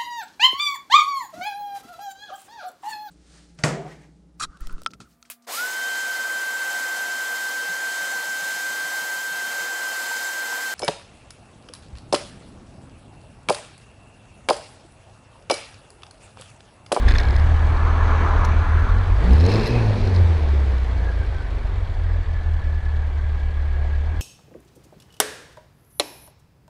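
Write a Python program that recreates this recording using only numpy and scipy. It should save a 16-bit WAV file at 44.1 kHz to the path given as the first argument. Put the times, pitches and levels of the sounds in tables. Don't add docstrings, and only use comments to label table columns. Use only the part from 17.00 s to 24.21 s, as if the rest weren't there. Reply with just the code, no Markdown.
import sys
import numpy as np
from scipy import signal
from scipy.io import wavfile
from scipy.ndimage import uniform_filter1d

SR = 44100
rng = np.random.default_rng(int(sys.argv[2]) if len(sys.argv) > 2 else 0)


def put_to_file(sound):
    columns = np.atleast_2d(sound).T
    safe = np.clip(columns, -1, 1)
    whole_steps = np.round(safe * 32767)
    wavfile.write(sys.argv[1], SR, whole_steps.astype(np.int16))


N = 317961
T = np.arange(N) / SR

# start_s, share of the boom that drops out (0-1)
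MISSED_FIRINGS = [(0.575, 0.4), (0.769, 0.37), (0.948, 0.32), (1.088, 0.56), (1.28, .65), (1.458, 0.32),
                  (1.656, 0.99), (1.87, 0.83), (2.057, .8), (3.392, 0.49), (3.469, 0.5), (3.862, 0.6),
                  (4.1, 0.36), (4.237, 0.95), (4.404, 0.69), (4.696, 0.5), (4.877, 0.69), (4.947, 0.6),
                  (5.25, 0.9), (5.43, 0.5), (5.621, 0.92), (5.818, .75), (6.114, 0.62), (6.389, 0.5),
                  (7.157, 0.2)]
# start_s, opening (0-1), boom_level_db
THROTTLE_MOVES = [(0, 0.65, -9.5), (.08, 0.98, 0), (.18, 0.83, -3), (.4, 0.71, -2.5), (1, 0.41, 0),
                  (2.17, 0.52, 0.5), (2.235, 0.81, -1), (2.255, 0.86, -0.5), (2.33, 0.86, 4.5),
                  (2.38, 0.7, 2.5), (2.44, 0.71, -0.5), (2.5, 0.9, 4), (2.59, .99, -9.5), (2.63, 0.8, -8),
                  (2.68, .62, -13), (2.73, .55, 0), (3.2, 0.49, 0.5), (3.8, 0.32, -0.5), (4.4, 0.19, -7),
                  (5.2, 0.08, -4.5), (6.1, 0.02, -5.5), (6.9, 0.05, -6.5)]
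# frequency_hz, relative_db_per_hz
ROAR_SPECTRUM = [(82, -38.5), (140, -16), (430, -1.5), (700, -12), (900, -11.5), (1270, -25), (2500, -21.5),
                 (3100, -31), (4200, -25), (6000, -36), (7600, -49), (9200, -45.5), (10800, -67.5),
                 (12800, -59.5)]
# frequency_hz, width_hz, relative_db
TRIM_MODES = [(2050, 1170, 1.5), (4180, 760, 8.5), (4940, 500, 4), (6040, 310, -13), (8870, 1000, -17),
              (11800, 1600, -31)]


def gain_of(db):
    return 10 ** (np.asarray(db) / 20)


def evened(x):
    return x / np.sqrt(np.mean(x ** 2) + 1e-20)


def curves(rows, t=T):
    points, *columns = np.transpose(rows)
    return [np.interp(t, points, column) for column in columns]


def resonate(x, hz, width):
    turn = np.exp(2j * np.pi * np.cumsum(hz * np.ones(len(x))) / SR)
    decay = np.exp(-np.pi * width / SR)
    return 2 * (turn * signal.lfilter([1 - decay], [1, -decay], x / turn)).real


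def ring(x, modes):
    return sum(gain_of(db) * resonate(resonate(x, hz, width), hz, width) / np.sqrt(width)
               for hz, width, db in modes)


def drift(hz):
    return evened(signal.sosfilt(signal.butter(2, hz, fs=SR, output="sos"), rng.standard_normal(N)))


def noise(shape, patchy_db):
    frames, hz = N // 512 + 6, np.fft.rfftfreq(2048, 1 / SR)
    real, imaginary, patches = rng.standard_normal((frames, 1025, 3)).T
    patches = uniform_filter1d(patches, size=20, axis=0)
    patches = evened(uniform_filter1d(patches, size=5, axis=1))
    shape_hz, shape_db = np.transpose(shape)
    colour_db = np.interp(np.log(hz + 1), np.log(shape_hz + 1), shape_db, left=-100)[:, None]
    spectra = (real + 1j * imaginary) * gain_of(colour_db + patchy_db * patches)
    return evened(signal.istft(spectra, nperseg=2048, noverlap=1536)[1][:N])


def burst(mix, start_s, peak_db, length_s, modes):
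    t = np.arange(round(SR * (2 * length_s + 0.0115))) / SR
    attack = np.minimum(t / (0.4 * length_s), 1)
    puff = rng.standard_normal(len(t)) * np.exp(-(t / length_s) ** 2) * attack
    sound = ring(puff, modes)
    mix[round(start_s * SR):][:len(t)] += gain_of(peak_db) * sound / abs(sound).max()


def speed():
    # start_s, firing_rate_hz
    driven = [(0.0, 23.5), (0.2, 30.54), (0.5, 39.5), (0.7, 38.95), (1.0, 39.82), (1.55, 39.47),
              (1.8, 40.1), (2.0, 44.97), (2.1, 45.6), (2.2, 50.98), (2.33, 66.1), (2.44, 86.6),
              (2.53, 102.7), (2.6, 112.9), (2.7, 121.6), (2.9, 105.1), (3.1, 92.56), (3.38, 78.2),
              (3.6, 68.9), (3.8, 63.4), (4.1, 56.87), (4.3, 52.9), (4.5, 48.9), (4.65, 47.55), (4.93, 42.9),
              (5.4, 39.8), (6.0, 37.04), (7.0, 36), (7.21, 41)]
    return curves(driven)[0]


def follow(idle_db, octave_db, open_db):
    octaves = np.maximum(np.log2(speed() / 38), 0)
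    throttle = np.clip(curves(THROTTLE_MOVES)[0], 0, 1)
    return gain_of(idle_db + octave_db * octaves + open_db * throttle)


def crank():
    sag = np.zeros(N)
    for start_s, share in MISSED_FIRINGS:
        sag += share * np.exp(-((T - start_s - .03) / 0.044) ** 2)
    firings = .45 + np.cumsum(speed() * (1 - .05 * sag)) / SR
    return firings, firings + 0.0027 * drift(hz=4.0)


def exhaust_boom(firings, unsteady):
    # firing_rate_hz, first_order_db, second_order_db, third_order_db
    orders_at = [(24.5, -12, -22, -38.5), (26.4, -19, -23, -39), (32, -19, -21, -45),
                 (36.2, -21.5, -15, -36.5), (40.09, -21, -17, -37.5), (42, -16.5, -18.5, -39),
                 (45, -19, -18, -46), (47.1, -16, -23.5, -46), (51.6, -18, -31, -51),
                 (55, -15.5, -51, -40.5), (68.3, -15.5, -48, -46.5), (76, -15, -49, -65),
                 (81.4, -15, -53, -68), (87.9, -12.5, -40, -66), (98.5, -24.5, -49, -59),
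                 (106.6, -15.5, -44, -48), (119.6, -19, -41, -63)]
    full_throttle_db = [3, 6.5, 21.5]
    cylinder_strength_db = [-0.34, -0.12, -0.68, -0.95]
    # start_s, factor
    unevenness = [(0, 3.7), (.5, 0.96), (2.2, 0.98), (3.9, 2.7), (4.8, 2.3), (5.1, 0.57), (7.21, 0.49)]
    catch_s, catching_db = 0.23, [-6, 9.5, 8.5]
    missed_s = 0.043

    throttle, boom_db = curves(THROTTLE_MOVES)
    opening = np.clip(throttle, 0, 1) ** 2.45
    boom = np.zeros(N)
    orders = zip(curves(orders_at, speed()), full_throttle_db, catching_db)
    for k, (order_db, open_db, catch_db) in enumerate(orders):
        level_db = order_db + boom_db + open_db * opening + catch_db * np.exp(-T / catch_s)
        phase = 2 * np.pi * (k + 1) * unsteady - 0.67 * k + 0.12 * k ** 2 * drift(hz=12)
        boom += gain_of(level_db + drift(hz=6.6)) * np.cos(phase)
    fired = np.ones(N)
    for start_s, share in MISSED_FIRINGS:
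        fired *= 1 - np.clip(share, 0, 1) * np.exp(-(2 * (T - start_s) / missed_s) ** 2)
    cylinder_db = np.array(cylinder_strength_db)[firings.astype(int) % 4]
    cylinder_db = uniform_filter1d(cylinder_db, size=600) * curves(unevenness)[0]
    return np.sqrt(2) * boom * fired * gain_of(cylinder_db)


def engine_beats(firings, unsteady):
    # start_s, level_db
    lope_level = [(0, -40), (3.4, -38), (4.05, -27), (4.3, -24), (4.55, -26), (4.9, -29), (5.1, -42),
                  (7.21, -42)]
    # start_s, level_db
    rap_level = [(0, -49), (2.2, -47), (2.5, -63), (3.8, -59), (4.1, -49), (4.6, -47), (4.9, -58),
                 (5.6, -52), (7.21, -54.5)]
    shake = np.sqrt(2) * follow(-47.5, 14, -10.5) * gain_of(3. * drift(hz=5.9)) * np.cos(np.pi * unsteady)
    lope = gain_of(curves(lope_level)[0] + 2. * drift(hz=5)) * np.cos(3 * np.pi * unsteady)
    rap = gain_of(curves(rap_level)[0] + 2. 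* drift(hz=2.5)) * np.cos(2 * np.pi * 5 * firings)
    return shake + lope + rap


def fan_and_roar(throb):
    # frequency_hz, relative_db_per_hz
    fan_spectrum = [(82, -36.5), (140, 7), (200, -8.5), (380, -4.5), (515, -6.5), (723, -4), (1370, -13.5),
                    (1700, -8), (2400, -17.5), (2800, -19.5), (4500, -24.5), (5000, -31.5), (8000, -37),
                    (12800, -50.5)]
    fan = evened(noise(fan_spectrum, patchy_db=1.58) * (1 + 0.8 * throb))
    roar = evened(noise(ROAR_SPECTRUM, patchy_db=2.0) * (1 + 0.11 * throb))
    return follow(-42.5, 0.41, 12) * fan + follow(-51.5, 12, 6.7) * roar


def intake_whistle(firings):
    # start_s, pitch_hz, level_db
    whistle_path = [(0, 1597, -45), (.5, 1710, -43), (1.7, 1682, -42), (2.3, 1667, -50.5), (3.9, 1660, -66),
                    (4.0, 1675, -44.5), (4.43, 1523, -48), (4.67, 1477, -66), (5.15, 1730, -52.5),
                    (5.9, 1704, -45.5), (6.2, 1580, -53.5), (6.35, 1645, -50), (7.21, 1655, -49)]
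    whistle_hz, whistle_db = curves(whistle_path)
    gulps = (.25 + np.sin(np.pi * firings) ** 2) * gain_of(3 * drift(hz=15))
    tone = np.cos(2 * np.pi * (np.cumsum(whistle_hz) / SR + .17 * drift(hz=30)))
    return gain_of(whistle_db) * evened(gulps * tone)


def valve_and_casing(firings, throb):
    # frequency_hz, width_hz, relative_db
    casing_modes = [(2023, 87, 1.5), (2270, 100, 4), (3276, 630, 0), (4200, 130, -17)]
    tick = rng.standard_normal(N) * np.exp(-((firings / 4 + .3) % 1) / .09)
    tappet = evened(ring(tick, [(3600, 2500, 0)]))
    casing = evened(ring(rng.standard_normal(N) * (0.12 + throb), casing_modes))
    return follow(-66.5, 3.3, 10) * tappet + follow(-56, .5, 10) * casing


def exhaust_growl(firings, throb):
    # frequency_hz, width_hz, relative_db
    pipe_modes = [(165, 70, -4), (225, 90, 0), (330, 80, -3), (430, 90, -1)]
    # start_s, level_db
    growl_level = [(0, -30.5), (.4, -41.5), (1, -48.5), (2.15, -40.5), (2.235, -33), (2.255, -32),
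                   (2.33, -24), (2.375, -32.5), (2.44, -25.5), (2.5, -26), (2.585, -24), (2.63, -33),
                   (2.75, -39.5), (3.2, -43), (3.8, -49), (5, -57.5), (7.21, -52)]
    bark_share, bark_spread_db = .55, 5
    opens_db, full_hz = 6, 100

    opening = opens_db * np.log2(np.clip(speed() / full_hz, .55, 1.1))
    pipe = [(hz, width, db + opening * np.log2(hz / pipe_modes[1][0])) for hz, width, db in pipe_modes]
    blows = np.diff(np.floor(firings), prepend=0) * gain_of(bark_spread_db * rng.standard_normal(N))
    bark = evened(ring(blows, pipe))
    rush = evened(ring(rng.standard_normal(N) * (0.32 + throb), pipe))
    growl = evened(bark_share * bark + (1 - bark_share) * rush)
    return gain_of(curves(growl_level)[0]) * growl


def buggy():
    firings, unsteady = crank()
    throb = np.exp(-(firings % 1) / 0.62)
    tones = exhaust_boom(firings, unsteady) + engine_beats(firings, unsteady)
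    noises = fan_and_roar(throb) + valve_and_casing(firings, throb) + exhaust_growl(firings, throb)
    return tones + noises + intake_whistle(firings)


def chassis_hum():
    chassis_hz = 28.2
    phase = 2 * np.pi * (chassis_hz * T + 0.037 * drift(hz=6.9))
    return np.sqrt(2) * follow(-30, -10.5, 12) * gain_of(1.3 * drift(hz=7.8)) * np.cos(phase)


def buffeting():
    # frequency_hz, relative_db_per_hz
    buffet_spectrum = [(4, -20), (12, -10.5), (30, 3), (50, 9.5), (75, 4.5), (100, 3.5), (125, -15),
                       (150, -28.5), (200, -73)]
    # start_s, level_db
    buffet_level = [(0, -31), (.2, -15.5), (.7, -27), (1.5, -24), (1.9, -29), (2.3, -22.5), (3.6, -26),
                    (4.6, -30), (5.2, -34), (6, -35), (6.9, -36)]
    return gain_of(curves(buffet_level)[0]) * noise(buffet_spectrum, patchy_db=3.0)


def road():
    # frequency_hz, relative_db_per_hz
    tyre_spectrum = [(100, -34), (150, -0.5), (280, 0), (515, -4), (1080, 5.5), (1570, -2.5), (2040, -11.5),
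                     (2330, -10.5), (2920, -21), (4200, -25), (4900, -47.5), (6100, -26.5), (7300, -43),
                     (12800, -67.5)]
    # frequency_hz, width_hz, relative_db
    turn_modes = [(1382, 380, 0)]
    pass_s, pass_m = 1.245, 3.33
    coming_m_per_s, leaving_m_per_s = 8.6, 9.9
    tyres_db, rumble_db, far_traffic_db = -26.5, -39.5, -57
    turn_s, turn_length_s, turn_db = 1.83, 0.22, -36.5

    along_m = np.where(T < pass_s, coming_m_per_s, leaving_m_per_s) * (T - pass_s)
    near = pass_m / np.hypot(pass_m, along_m)
    hiss = (gain_of(tyres_db) * near ** 1.27 + gain_of(far_traffic_db)) * noise(tyre_spectrum, patchy_db=1.54)
    rumble = gain_of(rumble_db) * near ** 2 * noise(ROAR_SPECTRUM, patchy_db=3.5)
    swell = gain_of(turn_db) * np.exp(-((T - turn_s) / turn_length_s) ** 2)
    return hiss + rumble + swell * evened(ring(rng.standard_normal(N), turn_modes))


def starter_gear():
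    # start_s, peak_db, length_s
    grinds = [(0.076, -16, 0.018), (0.103, -17.5, 0.014), (0.148, -18.5, 0.016), (0.191, -22, 0.017)]
    # frequency_hz, width_hz, relative_db
    gear_modes = [(1750, 590, 2.5), (3540, 320, -5), (6320, 370, -19), (9000, 180, -30)]
    mix = np.zeros(N)
    for start_s, peak_db, length_s in grinds:
        burst(mix, start_s, peak_db, length_s, gear_modes)
    return mix


def trim_ticks():
    # start_s, peak_db, brightness_db_per_octave
    rattles = [(0.086, -19, -9), (0.09, -25, 1), (0.0974, -31, 5), (0.109, -30, -2), (0.1204, -21, -4),
               (0.1385, -20, -5), (0.148, -32, -1), (0.156, -32, -2), (0.163, -28, 2), (0.184, -14, -3),
               (0.1867, -21, -2), (0.2014, -23, -4), (0.2125, -28, -2), (0.2333, -25, -4), (0.252, -32, 0),
               (0.2856, -29, -4), (0.3075, -28, 0), (0.341, -33, -2), (0.3635, -23, 4), (0.3974, -34, 5),
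               (1.4505, -25, -3), (2.318, -36, 10), (2.3323, -30, 10), (2.3582, -38, 5), (2.3821, -34, 8),
               (2.4006, -27, 2), (2.4076, -25, 0), (2.413, -27, 4), (2.4394, -28, 3), (2.4635, -22, 2),
               (2.484, -33, -3), (2.4894, -29, 0), (2.503, -34, 5), (2.5188, -23, -6), (2.5383, -23, 0),
               (2.547, -29, 1), (2.5572, -19, -3), (2.569, -30, -8), (2.5967, -24, 0), (2.6086, -22, -3),
               (2.6435, -26, -7), (2.659, -26, -4), (2.694, -30, -4), (3.052, -31, -4), (3.0744, -30, 2),
               (3.1482, -28, -3), (3.162, -26, -1)]
    mix = np.zeros(N)
    for start_s, peak_db, bright in rattles:
        modes = [(hz, width, db + bright * np.log2(hz / TRIM_MODES[1][0])) for hz, width, db in TRIM_MODES]
        burst(mix, start_s, peak_db, 0.0014, modes)
    return mix


def snap_and_squeaks():
    # frequency_hz, width_hz, relative_db
    snap_modes = [(1600, 1200, 0), (3500, 1800, -2), (5500, 1800, -5)]
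    # start_s, peak_db, length_s
    squeaks = [(1.445, -48, 0.012), (2.665, -42, 0.013)]
    # frequency_hz, width_hz, relative_db
    squeak_modes = [(10140, 264, 0), (11700, 300, -2)]
    mix = np.zeros(N)
    burst(mix, 1.445, -24, .010, snap_modes)
    for start_s, peak_db, length_s in squeaks:
        burst(mix, start_s, peak_db, length_s, squeak_modes)
    return mix


def blip_buzz():
    # peak_s, trim_level_db, heat_shield_level_db
    buzzes = [(2.52, -36.5, -38), (2.68, -40, -45), (2.78, -62, -39), (3.15, -58, -59)]
    # frequency_hz, width_hz, relative_db
    shield_modes = [(2560, 260, 0)]
    rise_db_per_s, fall_db_per_s = 149, 170
    trim, shield = np.zeros((2, N))
    for peak_s, trim_db, shield_db in buzzes:
        spell_db = np.minimum(rise_db_per_s * (T - peak_s), fall_db_per_s * (peak_s - T))
        trim += gain_of(trim_db + spell_db)
        shield += gain_of(shield_db + spell_db)
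    trim *= gain_of(4.5 * drift(hz=60))
    shield *= gain_of(1.9 * drift(hz=60))
    trim_buzz = trim * evened(ring(rng.standard_normal(N), TRIM_MODES))
    return trim_buzz + shield * evened(ring(rng.standard_normal(N), shield_modes))


def during(rows):
    first_s, last_s = rows[0][0], rows[-1][0]
    return np.interp(T, [first_s - .1, first_s, last_s, last_s + .1], [0, 1, 1, 0])


def car_note():
    # start_s, crank_cycle_hz, level_db before the order levels
    note_path = [(2.45, 32.9, -52), (2.6, 36.19, -36), (2.75, 39.8, -41.5), (2.88, 42.3, -39),
                 (3, 40.7, -36.5), (3.4, 31.61, -42), (3.9, 24.79, -55.5)]
    car_orders = [(2, -1), (4, -8), (5, -5), (6, 1), (10, -5), (12, -5)]
    cycle_hz, note_db = curves(note_path)
    turns = np.cumsum(cycle_hz) / SR + .005 * drift(hz=14)
    note = sum(gain_of(db + 2.7 * drift(hz=5.7)) * np.cos(2 * np.pi * k * turns) for k, db in car_orders)
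    return np.sqrt(2) * during(note_path) * gain_of(note_db) * note


def scene():
    steady = buggy() + chassis_hum() + buffeting() + road()
    small_parts = starter_gear() + trim_ticks() + snap_and_squeaks() + blip_buzz()
    return (steady + small_parts + car_note())[None]


def record(dry):
    edge = signal.firwin(1023, 12780, window=("kaiser", 10), fs=SR)
    return signal.oaconvolve(dry, edge[None], "same") - .0093


dry = scene()
out = record(dry)
put_to_file(out)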